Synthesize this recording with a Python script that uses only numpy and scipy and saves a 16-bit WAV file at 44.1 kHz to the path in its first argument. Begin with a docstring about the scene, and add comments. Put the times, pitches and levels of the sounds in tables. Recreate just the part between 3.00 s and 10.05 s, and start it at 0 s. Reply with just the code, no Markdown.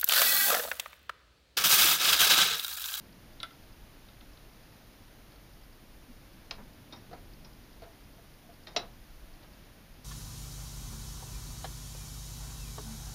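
"""A quiet workshop, where small steel parts are handled at a vise. A clamped part clicks and sets the jaw
ringing; a heavy rod clanks, a thin pin clinks, and the hollow wooden bench answers with knocks and bumps.
Each strike is a set of dying resonances with a crack and a thud of noise, in a short room reverb.
Underneath lie rumble, hum, room air, a thin hiss and a faint ticking that repeats about every second."""
import sys
import numpy as np
from scipy import signal
from scipy.fft import rfft, irfft, next_fast_len
from scipy.io import wavfile
from scipy.ndimage import map_coordinates

SR = 44100
rng = np.random.default_rng(int(sys.argv[2]) if len(sys.argv) > 2 else 0)


def int16_out(signal):
    """Quantize to a 16-bit WAV file."""
    q = np.round(np.clip(np.atleast_2d(signal).T, -1, 1) * 32767)
    wavfile.write(sys.argv[1], SR, q.astype(np.int16))


N = 310717

# Slow level ride of the low end: time_s, rumble_db, hum_db
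LOW_END_RIDE = [(0, -63.5, -55), (.4, -56.5, -59), (1.3, -57, -60), (2.3, -58.5, -59), (2.9, -54.5, -59.5),
                (3.65, -55.5, -57.5), (3.95, -61.5, -56.5), (4.15, -54, -55), (4.65, -58, -58.5),
                (5.25, -55.5, -59.5), (5.85, -58, -57.5), (6.12, -51.5, -60), (6.5, -56, -58),
                (7.05, -55.5, -59)]
# Noise colours of the background layers: frequency_hz, density_db
RUMBLE_SPECTRUM = [(9, -31), (18, -1), (24, 3), (31, -2.5), (45, -3), (62, -9), (78, -20.5), (110, -17.5),
                   (150, -50)]
HUM_SPECTRUM = [(47, -48), (80, 3.5), (281, -2.5), (346, -7), (376, -11.5), (500, -15.5), (650, -11.5),
                (1100, -120)]
AIR_SPECTRUM = [(210, -21), (350, -2.5), (377, -7), (407, -5.5), (752, -6), (1100, -9), (1340, -9.5),
                (1660, -9.5), (4870, -14.5), (7000, -20), (9100, -50), (15400, -120)]
HISS_SPECTRUM = [(4000, -32), (6500, -14), (7500, -19.5), (8600, -5), (9200, -1.5), (10900, 0), (13000, .5),
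                 (14700, 0.2), (15500, -4.5)]
# Faint tones inside the hum: pitch_hz, rms_db
HUM_TONES = [(47, -66), (296, -74.5)]
# Noise colours of a contact's bright edge and dull body: frequency_hz, density_db
CRACK_SPECTRUM = [(300, -30), (900, -2), (1600, -10.5), (2500, -4), (4200, 1.5), (5600, -9.5), (6500, -18),
                  (7600, -28), (10000, -40), (15000, -45)]
THUD_SPECTRUM = [(100, -36), (250, -3.5), (500, -3.5), (900, -3.5), (1400, -7.5), (2200, -14.5),
                 (4000, -57)]
# Resonances of each struck object: pitch_hz, level_db, t60_s
BENCH_MODES = [(466, -7, 0.086), (685.5, 0, 0.085), (993, -12, 0.065), (1140, -15, 0.085),
               (1235, -8, 0.067), (1290, -9.5, 0.066)]
PART_MODES = [(3526, 1.5, .018), (3180, -2, 0.011), (3800, -9.5, 0.031), (2890, -22, 0.084),
              (4470, -18, 0.019)]
JAW_MODES = [(1347, -5.5, .06), (1497, -16.5, 0.095), (1770, -19.5, 0.053), (2070, -7.5, 0.042)]
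PIN_MODES = [(1880, -20, 0.043), (2305, -14, 0.049), (2700, -22, 0.036), (3730, 1.5, 0.068),
             (4110, -4, .04), (5080, -2.5, 0.095), (5590, -4.5, 0.069)]
ROD_MODES = [(2596, -5.5, 0.042), (2854, -12, 0.031), (3660, -3.5, 0.04), (3966, -7, 0.15),
             (4310, -13, .07), (4450, -16, 0.038), (5160, -3.5, 0.049), (5430, -4, 0.046),
             (5754, -1.5, 0.04), (6300, -22, .04), (7150, -16, 0.058), (9200, -31, .025)]
# One round of the ticking: offset_s, level_db
TICK_PATTERN = [(.034, -59), (.130, -57), (.333, -54.5), (.532, -55), (.634, -55.5), (.728, -55.5),
                (.933, -59)]
# A hand bumps the bench: start_s, peak_db, pitch_hz, length_s
HAND_BUMPS = [(3.081, -49, 242, 0.051), (3.583, -49, 201, 0.051), (3.608, -51.5, 239, 0.043),
              (5.791, -46, 359.5, 0.036)]
# Soft knocks on the bench: start_s, ring_db, thud_db, crack_db, rise_ms
BENCH_KNOCKS = [(3.578, -65, -49, -75, 4.8), (4.1106, -44.5, -55, -57, 2.5),
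                (4.129, -39.5, -48.5, -52.5, 2), (4.819, -42, -51, -53, 2.5), (4.8344, -61, -54, -55, 1.5),
                (4.862, -51, -62, -72, 5), (5.182, -54, -66, -69, 4.4), (5.4894, -48.5, -66, -67, 1.9),
                (5.746, -48, -59, -67, 3.7), (5.793, -40, -50, -55, 3), (5.826, -49, -52.5, -56, 4),
                (6.4298, -70, -55.5, -51.5, 3.7)]
# The clamped part clicks: start_s, level_db, jaw_relative_db, pitch_ratio
PART_CLICKS = [(.402, -33.5, -15, 1.08), (0.431, -25.5, -7, .99), (0.5074, -52.5, 3, .9),
               (1.0863, -48.5, -11, 1.04), (1.21, -45.5, -11, 0.99), (1.373, -49, -9, 1.1),
               (2.32, -52, -10, 1.2), (2.3594, -55, -6, 1.2)]
# The thin pin is struck: start_s, ring_db, brightness_db_per_octave, crack_db
PIN_CLINKS = [(3.924, -37.5, -7, -54), (3.9316, -53, 6, -48), (3.9606, -49, 6, -60), (4.4458, -47, 17, -54),
              (5.6697, -37.5, -18, -46), (5.6777, -46, -1, -48.5), (5.763, -31, .1, -48)]
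# The heavy rod is struck: start_s, ring_db, crack_db, bench_db, thud_db, rise_ms
ROD_CLANKS = [(3.5097, -42, -28, -44, -48.5, .22), (5.7629, -21, -20, -25.5, -38, 0.5),
              (5.7695, -27.5, -32, -34, -58, .8)]
# Reverb time of the workshop: frequency_hz, t60_s
ROOM_DECAY = [(300, 0.24), (2000, 0.22), (8000, 0.14)]
# Dead spots of the microphone: centre_hz, width_hz, gain_db
MIC_DIPS = [(8080, 260, -9.5), (7060, 210, -2), (11910, 160, -9)]

HARD_CRACK_T60_S, SOFT_CRACK_T60_S = 0.026, 0.047


def amp(db):
    return 10 ** (np.asarray(db) / 20)


def curve_at(points, hz):
    """Read a curve of (frequency_hz, value) points on a log frequency axis."""
    frequencies, values = np.transpose(points)
    return np.interp(np.log(hz + 1), np.log(frequencies + 1), values)


def equalise(x, gain_at):
    """Shape x with a gain that depends on frequency."""
    size = next_fast_len(len(x) + 8192)
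    return irfft(rfft(x, size) * gain_at(np.fft.rfftfreq(size, 1 / SR)), size)[:len(x)]


def noise(spectrum, size):
    """Coloured noise of rms 1."""
    x = equalise(rng.standard_normal(size), lambda hz: amp(curve_at(spectrum, hz)))
    return x / np.sqrt(np.mean(x ** 2) + 1e-20)


def drift(rate_hz):
    """A smooth random curve through rate_hz points a second."""
    points = rng.standard_normal(int(N * rate_hz / SR) + 4)
    return map_coordinates(points, [np.arange(N) * rate_hz / SR])


def attack(t, rise_ms):
    return 1 - np.exp(-1000 * t / rise_ms)


def burst(spectrum, t60_s, rise_ms):
    """Coloured noise that jumps up and dies away."""
    t = np.arange(SR // 4) / SR
    return noise(spectrum, len(t)) * amp(-60 * t / t60_s) * attack(t, rise_ms)


def ring(modes, rise_ms, rough):
    """Damped modes, each struck at a slightly new strength and shaken by the rattling contact; peak 1."""
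    t = np.arange(SR // 4) / SR
    hz, db, t60_s = np.transpose(modes)[:, :, None]
    phase_wander = rough * np.cumsum(rng.standard_normal((len(modes), len(t))), axis=1)
    decay_db = db + 2 * rng.standard_normal(hz.shape) - 60 * t / t60_s
    partials = amp(decay_db) * np.sin(2 * np.pi * hz * t + phase_wander)
    x = partials.sum(axis=0) * attack(t, rise_ms)
    return x / np.abs(x).max()


def in_room(x, wet_db=-9.5):
    """Add the workshop's reverb: a new noise tail each time, its treble dying first."""
    hz, t, bands = signal.stft(rng.standard_normal(SR // 3), SR, nperseg=256)
    decay = amp(-60 * t / curve_at(ROOM_DECAY, hz)[:, None])
    tail = signal.istft(bands * decay, SR, nperseg=256)[1]
    predelayed = np.pad(x, (130, 0))  # about 3 ms
    wet = signal.fftconvolve(predelayed, tail / np.linalg.norm(tail))
    return np.pad(x, (0, len(wet) - len(x))) + amp(wet_db) * wet


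def place(track, start_s, x):
    span = track[round(start_s * SR):][:len(x)]
    span += x[:len(span)]


def room_tone():
    """Rumble and hum swell and sink slowly under nearly even air and hiss."""
    time_s, rumble_db, hum_db = np.transpose(LOW_END_RIDE)
    t = np.arange(N) / SR
    rumble = amp(np.interp(t, time_s, rumble_db) + 1.04 * drift(8)) * noise(RUMBLE_SPECTRUM, N)
    hum = amp(np.interp(t, time_s, hum_db) + 0.31 * drift(4.9)) * noise(HUM_SPECTRUM, N)
    for hz, db in HUM_TONES:
        peak = np.sqrt(2) * amp(db + 2.1 * drift(2.46))
        hum += peak * np.sin(2 * np.pi * (hz * t + 0.3 * drift(1.5)))
    air = amp(-60.5 + 0.4 * drift(3)) * noise(AIR_SPECTRUM, N)
    hiss = amp(-66.5) * noise(HISS_SPECTRUM, N)
    return rumble + hum + air + hiss


def ticking(round_s=1.0008, scatter_s=0.0015, scatter_db=1.5):
    """Tiny high resonances tick in a loop, a little uneven in timing and level."""
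    out = np.zeros(N)
    for start_s in np.arange(0, N / SR, round_s):
        for offset_s, db in TICK_PATTERN:
            late_s, louder_db = rng.standard_normal(2) * [scatter_s, scatter_db]
            tick = ring([(4660, -5, 0.017), (4970, -2, 0.015)], rise_ms=0.56, rough=0.057)
            place(out, start_s + offset_s + late_s, amp(db + louder_db) * tick)
    return out


def hand_bumps():
    """A hand meets the bench top: one soft, low swell of tone."""
    out = np.zeros(N)
    for start_s, db, hz, length_s in HAND_BUMPS:
        t = np.arange(round(length_s * SR)) / SR
        swell = np.sin(np.pi * t / length_s)
        place(out, start_s, amp(db) * swell * np.sin(2 * np.pi * hz * t))
    return out


def thud(db, contact_rise_ms):
    """The dull body of a contact, a little slower than its edge."""
    return amp(db) * burst(THUD_SPECTRUM, t60_s=0.19, rise_ms=contact_rise_ms + 1.3)


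def bench_ring(db, contact_rise_ms):
    """The hollow bench rings; the softer the contact, the weaker its modes above 700 Hz."""
    rolloff_db_per_octave = 3 * contact_rise_ms
    modes = [(hz, mode_db - rolloff_db_per_octave * max(np.log2(hz / 700), 0), t60_s)
             for hz, mode_db, t60_s in BENCH_MODES]
    return amp(db) * ring(modes, rise_ms=contact_rise_ms + 0.97, rough=0.045)


def bench_knocks():
    """Steel touches wood with a soft attack: hollow ring, thud and a light crack."""
    out = np.zeros(N)
    for start_s, ring_db, thud_db, crack_db, rise_ms in BENCH_KNOCKS:
        wood = bench_ring(ring_db, rise_ms) + thud(thud_db, rise_ms)
        crack = amp(crack_db) * burst(CRACK_SPECTRUM, SOFT_CRACK_T60_S, rise_ms)
        place(out, start_s, in_room(wood + crack))
    return out


def part_clicks():
    """The clamped part snaps and rings briefly; the vise jaw blooms just behind it."""
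    out = np.zeros(N)
    hardest_db = max(db for _, db, _, _ in PART_CLICKS)
    for start_s, db, jaw_db, pitch_ratio in PART_CLICKS:
        modes = [(hz * pitch_ratio, mode_db, t60_s) for hz, mode_db, t60_s in PART_MODES]
        ting_db = -9.5 + 3 * (db - hardest_db)  # the high ting drops away fast on softer clicks
        ting_modes = [(10000, ting_db - 2, 0.0088), (10500, ting_db, 0.014)]
        steel = ring(modes + ting_modes, rise_ms=0.33, rough=0.07)
        crack = amp(-12.5) * burst(CRACK_SPECTRUM, t60_s=0.033, rise_ms=0.27)
        jaw = ring(JAW_MODES, rise_ms=3.8, rough=0.057)
        jaw += amp(-15.5) * burst(THUD_SPECTRUM, t60_s=0.11, rise_ms=2.6)
        click = steel + crack + amp(jaw_db) * jaw
        place(out, start_s, amp(db) * in_room(click, wet_db=-10))
    return out


def pin_clinks(rise_ms=0.8):
    """The thin pin rings over a light thud; the strike point makes it brighter or darker."""
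    out = np.zeros(N)
    for start_s, ring_db, brightness, crack_db in PIN_CLINKS:
        modes = [(hz, db + brightness * np.log2(hz / 4400), t60_s) for hz, db, t60_s in PIN_MODES]
        steel = amp(ring_db) * ring(modes, rise_ms, rough=0.043)
        crack = amp(crack_db) * burst(CRACK_SPECTRUM, SOFT_CRACK_T60_S, rise_ms)
        place(out, start_s, in_room(steel + crack + thud(ring_db - 11, rise_ms)))
    return out


def rod_clanks():
    """The heavy rod lands with a hard crack and rings; the bench gives the hit its weight."""
    out = np.zeros(N)
    for start_s, ring_db, crack_db, bench_db, thud_db, rise_ms in ROD_CLANKS:
        steel = amp(ring_db) * ring(ROD_MODES, rise_ms, rough=0.037)
        crack = amp(crack_db) * burst(CRACK_SPECTRUM, HARD_CRACK_T60_S, rise_ms)
        wood = bench_ring(bench_db, rise_ms) + thud(thud_db, rise_ms)
        place(out, start_s, in_room(steel + crack + wood))
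    return out


def scene():
    """The mono mix: background bed, wood, then steel on top."""
    bed = room_tone() + ticking()
    wood = hand_bumps() + bench_knocks()
    steel = part_clicks() + pin_clinks() + rod_clanks()
    return (bed + wood + steel)[None]


def record(dry):
    """The microphone has a few narrow dead spots in the treble and a hard band limit."""
    def mic_gain(hz, top_hz=15550):
        dips_db = sum(db * np.exp(-((hz - centre) / width) ** 2) for centre, width, db in MIC_DIPS)
        return amp(dips_db) * (hz < top_hz)

    return equalise(dry[0], mic_gain)[None]


dry = scene()
out = record(dry)
int16_out(out)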